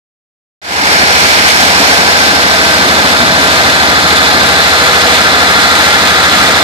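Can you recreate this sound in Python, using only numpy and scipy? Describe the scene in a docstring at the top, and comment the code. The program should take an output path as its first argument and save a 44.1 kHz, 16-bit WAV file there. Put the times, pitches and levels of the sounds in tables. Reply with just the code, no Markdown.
"""A ballast sweeper creeps past two microphones at night. At 0.6 s the sound fades in: a governed twelve-
cylinder diesel knocks, ticks and whines, pumps hum, a rotary brush flings stones into its steel hood. The
roar's peaks clip. From 1 s a hydraulic valve's hiss crests and dies away, while single stones thump and scrape
on steel. The hood's largest panel booms near 3.5 s, deep tumbling swells near 2.9 s and 4.4 s, and cooling air
sings in the grille as the engine draws level at 6 s."""
import sys
import numpy as np
from scipy import signal
from scipy.fft import rfft, irfft, next_fast_len
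from scipy.io import wavfile

SR = 44100
rng = np.random.default_rng(int(sys.argv[2]) if len(sys.argv) > 2 else 0)


def wav_record(signal):
    """Record a signal, one row per channel, as 16-bit PCM in the file named by sys.argv[1]."""
    frames = np.transpose(np.atleast_2d(signal))
    bounded = np.clip(frames, -1, 1)
    # unit amplitude maps onto the largest positive 16-bit level
    quanta = np.round(bounded * 32767).astype(np.int16)
    wavfile.write(sys.argv[1], SR, quanta)


N = 292383
TIME_S = np.arange(N) / SR
FREQ_HZ = np.maximum(np.arange(N // 2 + 1) * SR / N, 1)

# grille air resonances: pitch_hz, width_hz, relative_db
GRILLE_MODES = [(1244, 26, -2), (1307, 43, 0), (1470, 34, 1)]
# valve and pipe resonances: pitch_hz, width_hz, relative_db
VALVE_MODES = [(2150, 180, 2.5), (2424, 150, 4), (2930, 93, 0), (4320, 310, 0.5), (5470, 170, 1.5),
               (5460, 940, -2)]
# governed diesel speed: time_s, speed_rpm
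ENGINE_SPEED = [(1, 1581.4), (1.8, 1580.9), (2.3, 1579), (2.9, 1577.6), (3.8, 1576.9), (5.1, 1575.9),
                (6.5, 1577.4)]
# exhaust and gear tones: multiple_of_cycle, relative_db, peak_s, fall_db_per_s
ENGINE_ORDERS = [(5, -40, 4, 0), (6, -29.7, 3.2, .7), (7, -36.5, 6, 1), (8, -39, 5, .5), (10, -43, 5.5, 1),
                 (13, -37, 4.4, 1.3), (14, -36.5, 5.5, 1.3), (30, -39, 5.5, 1.5), (34, -37.5, 1.5, 1.5),
                 (36, -33, 4, .3), (42, -35, 5.8, .7), (43, -36.5, 5.5, 3), (47, -33, 3.6, 3),
                 (48, -33, 5.4, 4), (49, -27.5, 3.35, 3), (50, -33, 3.7, 3), (52, -35, 3.5, 1),
                 (53, -34, 2, 3), (55, -30.3, 5, 2.3), (57, -33, 2.2, 2), (60, -34, 5.5, 3),
                 (62, -32, 1.8, 4), (63, -31.2, 4.2, 1.2), (65, -30, 1.1, 6), (72, -35.5, 2, .3),
                 (75, -35, 2.6, 1), (78, -36, 4, .5), (79, -36, 4.7, 1), (83, -34.5, 2.8, 1),
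                 (84, -34.5, 5.8, 2), (88, -32.5, 1.8, 3.5), (90, -31.3, 5.2, 1.7), (92, -29, 4.6, 3),
                 (93, -32, 3.2, 1.3), (94, -30.5, 6.3, 3), (105, -22.8, 5.65, 6.5), (106, -24.3, 5.2, 2.7),
                 (120, -32, 3.6, 1.5), (129, -29.5, 5, .3), (130, -29.8, 3.5, .8), (131, -28.7, 3.8, 1.7),
                 (154, -32, 4.6, 1.5)]
# loudest gear whine: time_s, relative_db
WHINE_LEVEL = [(1, -29), (1.3, -34), (1.8, -27), (1.98, -19.5), (2.42, -24), (2.75, -20.5), (3.15, -33),
               (3.8, -22), (4.05, -33), (4.6, -26), (4.85, -36), (5.27, -23.5), (5.6, -31), (6.3, -25.5),
               (6.6, -30)]
# main pump tone: time_s, relative_db
MAIN_PUMP_LEVEL = [(1.6, -42), (2.07, -32), (2.3, -39), (2.6, -33), (3.55, -30.5), (3.9, -36), (4.4, -30),
                   (4.7, -30.5), (4.93, -25.3), (5.3, -30.5), (5.58, -26.5), (5.75, -31.5), (5.95, -30.5),
                   (6.3, -36)]
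# small pump tones: pitch_hz, relative_db, peak_s, fall_db_per_s
SMALL_PUMPS = [(227.5, -42, 4, 1), (271.9, -35, 3.1, 3), (292.6, -42, 4, 1)]
# ground and wall echoes bend the lag of low tones: pitch_hz, lag_factor
ECHO_LAG = [(80, -4.5), (200, -.3), (470, .75), (830, .55), (1200, .95), (1550, .85), (1800, 1)]
# injectors and valve gear: pitch_hz, width_hz, relative_db, peak_s
INJECTOR_MODES = [(3410, 220, -5.5, 9.7), (3580, 330, 2, 7.6), (4123, 210, 1, 4.6), (4820, 340, -2, 1.5),
                  (5340, 120, -6, 7.1)]
# engine covers: pitch_hz, width_hz, relative_db, peak_s
COVER_MODES = [(429, 64, -11.5, 5), (628, 190, -8, 3.8), (930, 310, -9, 0.75), (1260, 156, 0.5, 8.2),
               (1394, 52, -4, 5.1), (1540, 91, -0.5, 1.5), (1675, 98, -4, 0.82), (1873, 69, -5, 9.1),
               (2007, 110, 0, 12.8)]
# stones rub on steel: peak_s, half_length_s, pitch_hz, level_db
STONE_SCRAPES = [(1.2, 0.24, 2380, -22), (1.3, 0.42, 4200, -27), (2.68, .1, 3650, -25),
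                 (3.198, 0.076, 3580, -23), (4.2, 0.12, 3560, -21), (4.24, 0.064, 1395, -13),
                 (4.296, 0.1, 4070, -22), (4.753, 0.089, 4170, -22), (5.63, 0.045, 4730, -24),
                 (5.7, 0.36, 1760, -17)]
# large stones hit the hood: peak_s, thud_db, thud_pitch_factor, clank_db
STONE_HITS = [(1.03, -20, 0.92, -30), (1.77, -28, 1, -20), (1.804, -16, 1.06, -12), (1.884, -25, 1, -15),
              (2.076, -23, 1, -12), (2.335, -18.5, 1.1, -17), (2.79, -20, 0.75, -26),
              (2.885, -21, 1.11, -22), (2.945, -17, 0.93, -18), (3.215, -23, 0.9, -21),
              (3.32, -19, 0.68, -26), (3.4, -24, .85, -24), (4.355, -20, 0.85, -22),
              (5.126, -23, 0.97, -18), (5.462, -24, 1.05, -18), (5.584, -18, 1.08, -27),
              (6.426, -20, 1, -24), (6.571, -28, 0.78, -19)]
# hood panels: pitch_hz, relative_db
PANEL_MODES = [(195, -6), (269, -0.5), (392, -5.5)]
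# brush bites into heaps: peak_s, half_length_s, roar_lift_db, tumble_lift_db, spray_lift_db
BALLAST_HEAPS = [(.95, 0.096, 1.5, -3, -0.5), (1.5, 0.022, -1, -10, 4), (1.85, 0.21, 2.2, 0, 1.6),
                 (2.92, 0.11, 0, 6, -1), (3.297, 0.14, -0.5, 3, -0.5), (4.218, 0.073, 0, 1.5, 1),
                 (4.357, 0.061, 2, 5, -0.5), (4.68, 0.14, 0.5, -0.5, 1), (5.62, .03, -2, -3, 2.5),
                 (6.53, 0.13, 1.5, 2, .5)]
# spectra of the flung ballast: frequency_hz, relative_db
ROAR_SPECTRUM = [(25, -30), (110, -13.5), (300, -8.5), (400, -7.5), (530, -3), (640, 1.5), (820, 1.5),
                 (1050, -7), (1300, -9), (1850, -5), (2100, -2), (2400, -5), (2900, -37), (5000, -13),
                 (16000, -46)]
SPRAY_SPECTRUM = [(300, -32), (1500, 1), (2400, 6.5), (3000, 7), (4500, 1.5), (6500, -0.5), (8000, -5),
                  (10000, -10.5), (11500, -12), (12700, -14.5), (14500, -16), (16000, -30)]
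TUMBLE_SPECTRUM = [(25, -36), (48, -24), (64, -3), (100, -17), (125, -15.5), (175, -2), (275, 0.5),
                   (350, -3.5), (500, -33), (1500, -42)]
# microphone port colour: frequency_hz, left_db, right_db
PORT_RESPONSE = [(60, -2.5, 0), (131, 3.5, 0.6), (398, 2.5, 1.9), (650, -1, 0.5), (1005, 3, 0.1),
                 (1200, -1.5, -0.5), (1726, 3, -0.5), (2140, 3, 2.5), (2660, 0.5, -2), (3280, -2, -0.5),
                 (4270, -1.5, 2.5), (4840, -1, 2), (5700, -2, -0.7), (8900, -0.5, 3)]

# the left microphone's lag shrinks as each part creeps toward the middle
ENGINE_LAG_MS = 0.32 - 0.022 * TIME_S
ROAR_LAG_MS = 0.28 - 0.023 * TIME_S
TREBLE_LAG_MS = 0.335 - 0.015 * TIME_S


def undb(db):
    """Decibels to gain."""
    return 10 ** (np.asarray(db) / 20)


def level(x, rms_db=0):
    """Scale to an rms level."""
    return x * undb(rms_db) / np.sqrt(np.mean(x ** 2))


def curve(table):
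    """A (time_s, value) table, one value a sample."""
    return np.interp(TIME_S, *np.transpose(table))


def wander(turns_per_s):
    """Straight lines between random values."""
    turns_s = np.arange(0, TIME_S[-1] + 1, 1 / turns_per_s)
    return 0.9 * np.interp(TIME_S, turns_s, rng.standard_normal(len(turns_s)))


def swell(peak_s, half_s):
    """Bell curve, 1 at its top."""
    return np.exp(-((TIME_S - peak_s) / half_s) ** 2)


def strike(t_s, rise_s, decay_s):
    """Envelope of a blow that peaks at t_s = 0."""
    return np.exp(-np.maximum(-t_s / rise_s, t_s / decay_s))


def facing_db(peak_s, fall_db_per_s):
    """Drop from the moment a part faces the microphones."""
    return -fall_db_per_s * (np.hypot(TIME_S - peak_s, .5) - .5)


def passing_db(away_db, lift_db, peak_s, half_s):
    """Level of a part that radiates sideways as it is carried past."""
    return away_db + lift_db * swell(peak_s, half_s)


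def colour(points):
    """Response through (frequency_hz, gain_db) points."""
    hz, db = np.transpose(points)
    return undb(np.interp(np.log(FREQ_HZ), np.log(hz), db))


def resonance(hz, width_hz):
    """Response of a steep-sided resonance."""
    return 1 / (1 + ((FREQ_HZ ** 2 - hz ** 2) / (1.4 * FREQ_HZ * width_hz)) ** 2)


def shape(x, response):
    """Filter by a response, to unit rms."""
    size = next_fast_len(N, real=True)
    gain = np.interp(np.arange(size // 2 + 1) * SR / size, FREQ_HZ, response)
    return level(irfft(rfft(x, size) * gain, size)[..., :N])


def path_noise():
    """White noise on three paths."""
    return rng.standard_normal((3, N))


def stereo(paths, lag_ms, direct_share, pan_db=0):
    """Three paths to two microphones: one direct, late on the left, and one scattered to each."""
    late = np.interp(TIME_S - lag_ms / 1000, TIME_S, paths[0])
    pair = np.sqrt(direct_share) * np.array([late, paths[0]]) + np.sqrt(1 - direct_share) * paths[1:]
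    return pair * undb(np.array([[pan_db], [-pan_db]]) / 2)


def blows(cycles, count, decay_slots, uneven_db):
    """Envelope of count evenly spaced blows a cycle, each with its own strength."""
    strength = undb(uneven_db * rng.standard_normal(count))
    slot = cycles * count
    return level(strength[slot.astype(int) % count] * np.exp(-(slot % 1) / decay_slots))


def rattle(cycles, repeat_share, size=4096):
    """Vibration on three paths; a share repeats every engine cycle."""
    one_cycle = level(irfft(np.exp(2j * np.pi * rng.random((3, size // 2 + 1)))))
    repeating = one_cycle[:, (cycles * size).astype(int) % size]
    return np.sqrt(repeat_share) * repeating + np.sqrt(1 - repeat_share) * path_noise()


def ring_steel(force, modes, sag_share, wander_db=0.8):
    """Steel parts ring as they slide by; levels wander, pitches sink."""
    progress, out = TIME_S / TIME_S[-1], 0
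    for hz, width_hz, db, peak_s in modes:
        early = shape(force, resonance(hz * (1 + sag_share / 2), width_hz))
        late = shape(force, resonance(hz * (1 - sag_share / 2), width_hz))
        gain = undb(db + facing_db(peak_s, fall_db_per_s=1) + wander_db * wander(7))
        out = out + level((1 - progress) * early + progress * late) * np.sqrt(width_hz) * gain
    return level(out)


def stones(hits_per_s, scatter_db, ring_s):
    """Stone impacts of unequal size, each a short crack, on three paths."""
    hits = (rng.random(N) < hits_per_s / SR) * undb(scatter_db * np.minimum(rng.exponential(size=N), 5))
    energy = signal.lfilter([1], [1, -np.exp(-2 / (ring_s * SR))], hits ** 2)
    return np.sqrt(energy) * path_noise()


def grille():
    """Cooling air sings hoarsely in the grille, louder as the engine draws level."""
    air = stereo(path_noise(), ENGINE_LAG_MS, direct_share=0.99)
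    response = sum(undb(db) * resonance(hz, width_hz) for hz, width_hz, db in GRILLE_MODES)
    return shape(air, response) * undb(passing_db(away_db=-35, lift_db=13, peak_s=6, half_s=2))


def valve(delay_s_per_octave=0.44):
    """Oil hisses through the brush's valve; higher pipe resonances beam further forward and peak later."""
    flow = stereo(path_noise(), TREBLE_LAG_MS, direct_share=0.58, pan_db=-11.5)
    widest_hz = max(width_hz for _, width_hz, _ in VALVE_MODES)
    out = 0
    for hz, width_hz, db in VALVE_MODES:
        delay_s = delay_s_per_octave * np.log2(hz / VALVE_MODES[0][0])
        gain = undb(db + passing_db(away_db=-35, lift_db=13.5, peak_s=1 + delay_s, half_s=1.54))
        out = out + shape(flow, resonance(hz, width_hz)) * np.sqrt(width_hz / widest_hz) * gain
    return out


def shaft_tone(turns, db, waver_db=1.8, waver_rad=.3, waver_per_s=5.5):
    """One partial of a turning shaft; higher ones waver more as their echoes shift."""
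    hz = turns[-1] / TIME_S[-1]
    unrest = min(hz / 400, 1)
    phase = 2 * np.pi * (turns + rng.random()) + waver_rad * unrest * wander(waver_per_s)
    rms = undb(db + waver_db * unrest * wander(waver_per_s))
    lag_s = np.interp(hz, *np.transpose(ECHO_LAG)) * ENGINE_LAG_MS / 1000
    return np.sqrt(2) * rms * np.sin([phase - 2 * np.pi * hz * lag_s, phase])


def machine_tones(cycles, whine_order=118, main_pump_hz=489.6, gain_db=0.2):
    """Exhaust and gear tones follow the engine; the pumps hold their pitch."""
    lines = [(order * cycles, db + facing_db(*facing)) for order, db, *facing in ENGINE_ORDERS]
    lines += [(hz * TIME_S, db + facing_db(*facing)) for hz, db, *facing in SMALL_PUMPS]
    lines += [(whine_order * cycles, curve(WHINE_LEVEL)), (main_pump_hz * TIME_S, curve(MAIN_PUMP_LEVEL))]
    return undb(gain_db) * sum(shaft_tone(turns, db) for turns, db in lines)


def injectors(cycles, throb_depth=0.049):
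    """Twelve ticks a cycle ring small steel parts, surging three times a cycle."""
    ticks = blows(cycles, count=12, decay_slots=1.9, uneven_db=-0.2)
    surges = blows(cycles, count=3, decay_slots=2.6, uneven_db=1.66)
    force = ticks * surges * (1 + throb_depth * np.sin(2 * np.pi * cycles))
    shaking = stereo(force * rattle(cycles, repeat_share=0.078), TREBLE_LAG_MS, direct_share=0.52)
    gain = undb(passing_db(away_db=-17.5, lift_db=1, peak_s=3, half_s=10))
    return ring_steel(shaking, INJECTOR_MODES, sag_share=0.02) * gain


def diesel_knock(cycles, throb_depth=0.048, level_db=-12.5):
    """Twelve firings a cycle ring the engine covers; the sum throbs once a cycle."""
    firings = blows(cycles, count=12, decay_slots=3.2, uneven_db=0.39)
    force = firings * (1 + throb_depth * np.sin(2 * np.pi * cycles))
    shaking = stereo(force * rattle(cycles, repeat_share=0.4), ENGINE_LAG_MS, direct_share=0.83)
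    return ring_steel(shaking, COVER_MODES, sag_share=0.0061) * undb(level_db)


def scrapes(width_hz=160):
    """Stones judder along steel; each rings one part while it rubs."""
    judder = stereo(stones(hits_per_s=220, scatter_db=2, ring_s=.008), TREBLE_LAG_MS, direct_share=0.9)
    return sum(shape(judder, resonance(hz, width_hz)) * undb(db) * swell(peak_s, half_s)
               for peak_s, half_s, hz, db in STONE_SCRAPES)


def thumps():
    """Large stones strike the hood: a pitched panel thud and a rough steel clank."""
    thuds, clank_envelope = np.zeros(N), np.zeros(N)
    for peak_s, thud_db, pitch_factor, clank_db in STONE_HITS:
        near = np.abs(TIME_S - peak_s) < .2
        t_s = TIME_S[near] - peak_s
        ring = sum(undb(db) * np.sin(2 * np.pi * (hz * pitch_factor * t_s + rng.random()))
                   for hz, db in PANEL_MODES)
        thuds[near] += level(ring, thud_db) * strike(t_s, rise_s=0.0093, decay_s=0.017)
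        clank_envelope[near] += undb(clank_db) * strike(t_s, rise_s=.004, decay_s=0.02)
    clank = shape(path_noise(), resonance(hz=710, width_hz=350))
    return thuds + clank_envelope * stereo(clank, ROAR_LAG_MS, direct_share=0.81)


def hood_resonances(roar, modes_hz=(616, 705, 794, 870), width_hz=53, wander_db=2.5):
    """The hood's strongest resonances come and go as stones land in changing places."""
    spectrum = rfft(roar)
    bands = (irfft(spectrum * resonance(hz, width_hz), N) for hz in modes_hz)
    return level(roar + sum(band * (undb(wander_db * wander(9)) - 1) for band in bands))


def brush():
    """The brush flings ballast: hood roar, bright spray, deep tumbling and a booming panel."""
    roar = shape(stones(hits_per_s=1400, scatter_db=2, ring_s=0.0082), colour(ROAR_SPECTRUM))
    roar = stereo(roar, ROAR_LAG_MS, direct_share=0.91)
    spray = shape(stones(hits_per_s=2500, scatter_db=2, ring_s=.005), colour(SPRAY_SPECTRUM))
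    spray = stereo(spray, TREBLE_LAG_MS, direct_share=.1)
    tumble = shape(stones(hits_per_s=400, scatter_db=1, ring_s=0.016), colour(TUMBLE_SPECTRUM))
    tumble = stereo(tumble, lag_ms=0, direct_share=0.88)
    boom = shape(path_noise(), resonance(hz=143, width_hz=73))
    boom = stereo(boom, lag_ms=0, direct_share=0.55)
    roar = hood_resonances(roar)
    roar_db, tumble_db, spray_db = sum(np.outer(lifts_db, swell(peak_s, half_s))
                                       for peak_s, half_s, *lifts_db in BALLAST_HEAPS)
    roar_db += passing_db(away_db=-17.5, lift_db=1, peak_s=0.9, half_s=0.5) + 0.26 * wander(14)
    spray_db += passing_db(away_db=-14, lift_db=1, peak_s=1.5, half_s=1) + 0.9 * wander(9.9)
    tumble_db += passing_db(away_db=-27, lift_db=0, peak_s=5, half_s=2.5)
    boom_db = passing_db(away_db=-40.5, lift_db=12.5, peak_s=3.5, half_s=0.8)
    return roar * undb(roar_db) + spray * undb(spray_db) + tumble * undb(tumble_db) + boom * undb(boom_db)


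def scene():
    """Engine, hydraulics and brush on one slow machine."""
    cycles = np.cumsum(curve(ENGINE_SPEED) / 120) / SR  # four-stroke: two turns a cycle
    engine = diesel_knock(cycles) + injectors(cycles)
    return engine + machine_tones(cycles) + grille() + brush() + thumps() + scrapes() + valve()


def record(dry, fade_start_s=.616, fade_s=.295, drive_db=1, ceiling=0.93, low_hz=48, top_hz=15100):
    """Port colour, fade-in, hard clip, band limit."""
    ports = np.array(PORT_RESPONSE)
    coloured = irfft(rfft(dry) * [colour(ports[:, [0, 1]]), colour(ports[:, [0, 2]])], N)
    fade_in = np.interp(TIME_S - fade_start_s, [0, fade_s], [.03, 1], left=0)
    clipped = np.clip(coloured * fade_in * undb(drive_db), -ceiling, ceiling)
    low_cut = signal.sosfilt(signal.butter(2, low_hz, "high", fs=SR, output="sos"), clipped)
    return signal.sosfilt(signal.ellip(10, .1, 70, top_hz, fs=SR, output="sos"), low_cut)


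dry = scene()
out = record(dry)
wav_record(out)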